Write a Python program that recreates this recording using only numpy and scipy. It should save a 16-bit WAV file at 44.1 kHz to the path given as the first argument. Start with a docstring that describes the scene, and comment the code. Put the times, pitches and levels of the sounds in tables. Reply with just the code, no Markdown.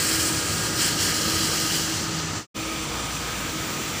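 """At the kerb, close to a street sweeper: its engine drones, the suction fan roars and whines, and the
brushes hiss in surges on the gritty road, dying away around 2 s as the truck moves off.
Near 2.4 s the sound fades out for a moment. It returns on the same street with the sweeper farther
from the microphone: a duller roar and a throbbing diesel, then, past 3 s, faint brushes."""
import sys
import numpy as np
from scipy import signal
from scipy.fft import rfft, irfft
from scipy.io import wavfile

SR = 44100
rng = np.random.default_rng(int(sys.argv[2]) if len(sys.argv) > 2 else 0)


def wav_out(sig):
    """Save sig, one row per channel (or a flat mono array), as 16-bit PCM at SR to the path in sys.argv[1]."""
    wavfile.write(sys.argv[1], SR, np.round(np.clip(np.atleast_2d(sig).T, -1, 1) * 32767).astype(np.int16))


N = 176400
T = np.arange(N) / SR


# Bristles on asphalt, close up. 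Each row: time in seconds, level in dB.
BRUSH_LEVEL = [(0, -28), (.12, -24.5), (.18, -26.5), (.24, -24), (.34, -31), (.62, -30.5), (.73, -33.5),
               (.775, -30), (.805, -23.5), (.89, -25), (.965, -30.5), (1.01, -23.5), (1.2, -25.5),
               (1.55, -25.5), (1.68, -28), (1.77, -25), (1.87, -30), (1.98, -31.5), (2.08, -37),
               (2.45, -49)]
# Each row: frequency in Hz, relative level in dB.
BRUSH_SPECTRUM = [(900, -29), (1350, -15.5), (1520, -3.5), (1660, -3.5), (1850, -5), (2340, -9.5),
                  (2660, -8), (2870, -2), (3030, -2), (3330, -2.5), (3580, -13.5), (3780, -10.5),
                  (4050, -2), (4350, -1), (5480, -1), (6370, -6), (6900, -3.5), (7860, -4), (8960, -9),
                  (9600, -9), (10300, -13.5), (11100, -16.5), (12200, -14), (13800, -20), (14650, -10.5),
                  (15400, -11.5)]
# A sharper sizzle on top. Each row: time in seconds, level in dB.
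SIZZLE_LEVEL = [(0, -26), (.11, -29), (.25, -28), (.36, -34.5), (.6, -33.5), (.75, -37), (.86, -29),
                (.96, -45), (1.2, -52)]
# Each row: frequency in Hz, relative level in dB.
SIZZLE_SPECTRUM = [(5000, -41), (6600, -11), (7100, 1.5), (7700, 4.5), (8500, 0.5), (9700, -4),
                   (10500, -11), (12700, -15), (13800, -17), (14700, -3.5), (15500, -5)]

def near_brushes():
    """The brushes scour the road in uneven surges, sizzling for the first second."""
    hiss = coloured(bristles(), BRUSH_SPECTRUM, flutter_db=0.8, flutter_rate=16)
    unevenness = from_db(0.56 * drift(14))
    sizzle = coloured(bristles(), SIZZLE_SPECTRUM, flutter_db=1.7, flutter_rate=20)
    return level(BRUSH_LEVEL) * hiss * unevenness + level(SIZZLE_LEVEL) * sizzle


def bristles(flicks_per_s=9000, spread_db=3.5, flick_share=0.37):
    """Countless bristle flicks and grit impacts over a smooth rush."""
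    flicks = (rng.random(N) < flicks_per_s / SR) * rng.choice([-1, 1], N)
    strength = from_db(spread_db * np.minimum(rng.exponential(1, N), 5))
    return np.sqrt(flick_share) * rms_one(flicks * strength) + np.sqrt(1 - flick_share) * white()


# Rumble and rushing air beside the truck. Each row: frequency in Hz, relative level in dB.
NEAR_RUMBLE_SPECTRUM = [(25, -32), (45, -19), (70, -6.5), (94, 3), (118, 0), (145, -2.5), (180, -2),
                        (225, -1.5), (265, -6), (300, 0), (345, -8), (390, -6.5), (600, -11.5), (900, -17),
                        (1500, -43)]
NEAR_AIR_SPECTRUM = [(450, -29), (750, -2), (1200, -1.5), (1800, 0), (2380, -4.5), (2870, -.5), (3300, -4),
                     (3650, -4), (4400, -1.5), (5300, -3), (6000, 1), (6400, -1.5), (6630, -6), (6950, 0),
                     (7700, -3.5), (8100, -8), (8600, -10.5), (11000, -26), (12600, -24.5), (13850, -28),
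                     (14600, -20), (15450, -17)]
# Each row: time in seconds, level in dB.
NEAR_RUMBLE_LEVEL = [(0, -33), (.6, -33), (1.0, -32.5), (1.45, -32.5), (1.9, -33.5), (2.4, -34.5)]
NEAR_AIR_LEVEL = [(0, -31), (.7, -31.5), (1.4, -32.5), (2.0, -31), (2.4, -32)]

def near_roar():
    """Fan and road rumble close by, and the rush of air echoes off the street."""
    rumble = coloured(white(), NEAR_RUMBLE_SPECTRUM, flutter_db=0.85, flutter_rate=10.3)
    air = coloured(white(), NEAR_AIR_SPECTRUM, flutter_db=1.5, flutter_rate=15)
    return level(NEAR_RUMBLE_LEVEL) * rumble + street(level(NEAR_AIR_LEVEL) * air)


# The same roar from down the street. Each row: frequency in Hz, relative level in dB.
FAR_RUMBLE_SPECTRUM = [(25, -27), (40, -13), (70, -4.5), (110, -2.5), (140, -0.5), (200, -5.5), (290, -3.5),
                       (390, -10), (480, -8), (600, -13), (900, -19.5), (1500, -38)]
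FAR_AIR_SPECTRUM = [(400, -11), (650, 0), (1000, 1.5), (1550, .5), (1850, -1), (2370, 2.5), (2700, 0.5),
                    (2950, 1.5), (3500, 1.5), (3850, -1.5), (4750, -0.5), (5230, -3), (5800, 0.5),
                    (6250, 0), (6620, -6.5), (6950, -1), (7450, 1), (8050, -5.5), (8500, -5.5),
                    (11000, -15), (12500, -19), (13950, -25), (14600, -8), (15450, -8)]
# Each row: time in seconds, level in dB.
FAR_RUMBLE_LEVEL = [(2.55, -35.5), (2.8, -36), (2.97, -35.5), (3.12, -37), (3.4, -35), (3.7, -34.5),
                    (4, -35)]
FAR_AIR_LEVEL = [(2.55, -32.5), (3.0, -31.5), (3.5, -32), (4, -31.5)]

def far_roar():
    """Fan, road and rushing air, duller at a distance."""
    rumble = coloured(white(), FAR_RUMBLE_SPECTRUM, flutter_db=0.4, flutter_rate=20)
    air = coloured(white(), FAR_AIR_SPECTRUM, flutter_db=0.7, flutter_rate=14)
    return level(FAR_RUMBLE_LEVEL) * rumble + street(level(FAR_AIR_LEVEL) * air)


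# Engine speed. Each row: time in seconds, pitch of the drone in Hz.
DRONE_PITCH = [(0, 161.5), (1.2, 161.1), (2.4, 161), (2.55, 159.9), (4, 158.4)]
# Each row: time in seconds, level of the drone in dB, level of its octave in dB.
DRONE_LEVEL = [(0, -42, -46), (.13, -50, -34), (.42, -43.5, -36.5), (.55, -39, -45), (.8, -45, -39.5),
               (1.03, -39, -47), (1.27, -41.5, -34.5), (1.45, -38, -37.5), (1.92, -39, -37),
               (2.03, -39.5, -44.5), (2.17, -33, -37), (2.4, -42, -48), (2.58, -56, -36.5), (2.8, -52, -40),
               (3.1, -46.5, -51), (3.6, -44, -41), (4, -70, -47)]

def engine():
    """The engine's drone and its octave swell and sink on the way to the microphone."""
    hz, = in_time(DRONE_PITCH)
    drone_gain, octave_gain = from_db(in_time(DRONE_LEVEL))
    drone = drone_gain * tone(hz, wander=0.0021, waver_db=-0.4)
    octave = octave_gain * tone(2 * hz, wander=0.0038, waver_db=1.4)
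    return drone + octave


# The duct's broad howl, near and far. Each row: time in seconds, level in dB.
HOWL_LEVEL = [(0, -38), (1.05, -39.5), (1.28, -34.5), (1.75, -43.5), (2.2, -39.5), (2.7, -42), (2.95, -43),
              (3.3, -41), (4, -42)]
# Its short, clear notes. Each row: centre in seconds, peak level in dB.
HOWL_PEAKS = [(1.26, -28.5), (1.37, -29.5), (1.655, -32.5), (2.719, -30.5)]

def duct(note_hz=1258):
    """Turbulent air rings the suction duct and now and then peaks into a clear note."""
    howl = level(HOWL_LEVEL) * ringing(hz=1253, width_hz=86)
    peaks = sum(from_db(db) * swell(s, length_s=0.036) for s, db in HOWL_PEAKS)
    return howl + peaks * np.sin(2 * np.pi * note_hz * T)


# Swelling bands: resonances in the roar from boom to rasp, and early on the engine's low hum near 100 Hz. Each
# row: centre in seconds, length in seconds, frequency in Hz, width in Hz, peak level in dB.
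BAND_SWELLS = [(0.197, 0.56, 2400, 300, -41), (.42, 0.68, 101, 22, -39), (1.742, 0.083, 2970, 260, -35.5),
               (2.68, 0.22, 2420, 260, -40), (2.957, .2, 980, 352, -39), (3.298, 0.29, 1580, 250, -42.5)]

def band_swells():
    """Narrow bands of the roar, and the engine's low hum, swell and sink."""
    return sum(from_db(db) * swell(s, length_s) * ringing(hz, width_hz)
               for s, length_s, hz, width_hz, db in BAND_SWELLS)


# Whines beside the truck. Each row: pitch in Hz, level in dB, end of the hold in seconds.
NEAR_WHINES = [(58.2, -48.5, 1.6), (286, -48, 0.36), (366, -45, 0.73), (478.6, -47, 1.57), (537, -52, 0.88),
               (582.4, -50.5, 1.3), (953, -51, 1.3), (1425, -45, 0.82), (1624, -40.5, 1)]

def near_whines(loss_db_per_s=14):
    """Fan, pumps and drive whine; each note holds, then sinks."""
    whines = np.zeros(N)
    for hz, db, held_until in NEAR_WHINES:
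        gain = from_db(db - loss_db_per_s * np.maximum(T - held_until, 0))
        whines += gain * tone(hz, wander=0.00408, waver_db=1.9)
    return whines


# The brushes from down the street. Each row: time in seconds, level in dB.
FAR_BRUSH_LEVEL = [(2.55, -60), (3.0, -52), (3.35, -38.5), (4, -37)]
# Each row: frequency in Hz, relative level in dB.
FAR_BRUSH_SPECTRUM = [(1400, 4.5), (1800, 2), (2600, 1.5), (3300, -4), (4000, -12), (6600, 0), (7500, -2),
                      (9000, -15), (12500, -16), (13900, -13), (14600, -1), (15450, -3)]

def far_brushes():
    """The hiss of distant bristles rises faintly through the roar."""
    hiss = coloured(bristles(), FAR_BRUSH_SPECTRUM, flutter_db=-1.5, flutter_rate=20)
    return level(FAR_BRUSH_LEVEL) * hiss


# A diesel down the street. Each row: time in seconds, level in dB.
DIESEL_LEVEL = [(2.55, -43.5), (3.2, -43.8), (3.6, -45.5), (4, -52)]

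def diesel():
    """A low, unsteady engine throb that sinks towards the end."""
    return level(DIESEL_LEVEL) * tone(hz=58.3, wander=0.008, waver_db=1.7)


# Whines far from the microphone. Each row: pitch in Hz, level in dB.
FAR_WHINES = [(204.6, -48), (360.7, -53.5), (479, -52.5), (635, -56)]

def far_whines():
    """The machinery's notes arrive faint and wavering."""
    return sum(from_db(db) * tone(hz, wander=0.0057, waver_db=4.0) for hz, db in FAR_WHINES)


# Road, parked cars and a wall around the microphone. Each row: delay in seconds, gain as a ratio.
STREET_ECHOES = [(.0074, 0.07), (0.016, .1), (.037, .14)]

def street(x):
    """The direct sound, followed by its reflections off hard surfaces."""
    return x + sum(gain * np.interp(T - delay, T, x, left=0) for delay, gain in STREET_ECHOES)


def tone(hz, wander, waver_db):
    """A machine tone of unit rms, unsteady in pitch and level."""
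    pitch = hz * (1 + wander * drift(9))
    phase = 2 * np.pi * (np.cumsum(pitch) / SR + rng.random())
    return rms_one(np.sin(phase) * from_db(waver_db * drift(8.4)))


def ringing(hz, width_hz):
    """Turbulence held in one resonance; unit rms."""
    b, a = signal.iirpeak(hz, hz / (width_hz * np.sqrt(2)), fs=SR)
    return rms_one(signal.lfilter(b, a, signal.lfilter(b, a, white())))


def coloured(source, spectrum, flutter_db, flutter_rate):
    """Give a white source a spectrum, each octave fluttering on its own; unit rms."""
    hz = np.maximum(np.arange(N // 2 + 1) * SR / N, 1)
    points, db = np.transpose(spectrum)
    octaves_outside = abs(np.log2(hz / np.clip(hz, points.min(), points.max())))
    shape_db = np.interp(np.log(hz), np.log(points), db) - 30 * octaves_outside
    shaped = rfft(source) * from_db(shape_db)
    sound = np.zeros(N)
    for octave in range(4, 15):  # 16 Hz to 16 kHz
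        band = irfft(shaped * np.maximum(1 - abs(np.log2(hz) - octave), 0), N)
        sound += band * from_db(flutter_db * drift(flutter_rate))
    return rms_one(sound)


def drift(rate_hz):
    """A slow random wander with a spread of 1."""
    step, settle = 40, 2000
    pole = np.exp(-2 * np.pi * rate_hz * step / SR)
    noise = rng.standard_normal(N // step + settle + 2)
    slow = signal.lfilter([1], [1, -2 * pole, pole * pole], noise)[settle:]
    return np.interp(np.arange(N) / step, np.arange(len(slow)), rms_one(slow))


def swell(centre_s, length_s):
    """A smooth rise and fall around a moment."""
    return np.exp(-2 * ((T - centre_s) / length_s) ** 2)


def in_time(rows):
    """Each column of a curve, at every sample."""
    seconds, *columns = np.transpose(rows)
    return np.array([np.interp(T, seconds, column) for column in columns])


def level(rows):
    """A dB curve as gain."""
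    return from_db(in_time(rows)[0])


def from_db(db):
    """Decibels to gain."""
    return 10 ** (np.asarray(db) / 20)


def rms_one(x):
    """Scale to unit rms."""
    return x / np.sqrt(np.mean(x ** 2) + 1e-20)


def white():
    """Fresh white noise."""
    return rng.standard_normal(N)


def scene():
    """The close position fades out and the distant one cuts in; both channels are alike."""
    fade_out_s, silent_s, return_s, fade_in_s = 2.377, 2.4695, 2.543, 0.023
    machine = engine() + duct() + band_swells()
    near = street(near_brushes()) + near_roar() + near_whines() + machine
    far = far_roar() + street(far_brushes()) + diesel() + far_whines() + machine
    fade_out = np.clip((silent_s - T) / (silent_s - fade_out_s), 0, 1) ** 1.55
    fade_in = np.clip((T - return_s) / fade_in_s, 0, 1)
    mono = fade_out * near + fade_in * far
    return np.array([mono, mono])


def record(dry):
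    """The highest treble is cut steeply."""
    cutoff_hz = 15430
    return signal.sosfilt(signal.ellip(12, .1, 80, cutoff_hz, fs=SR, output="sos"), dry)


dry = scene()
out = record(dry)
wav_out(out)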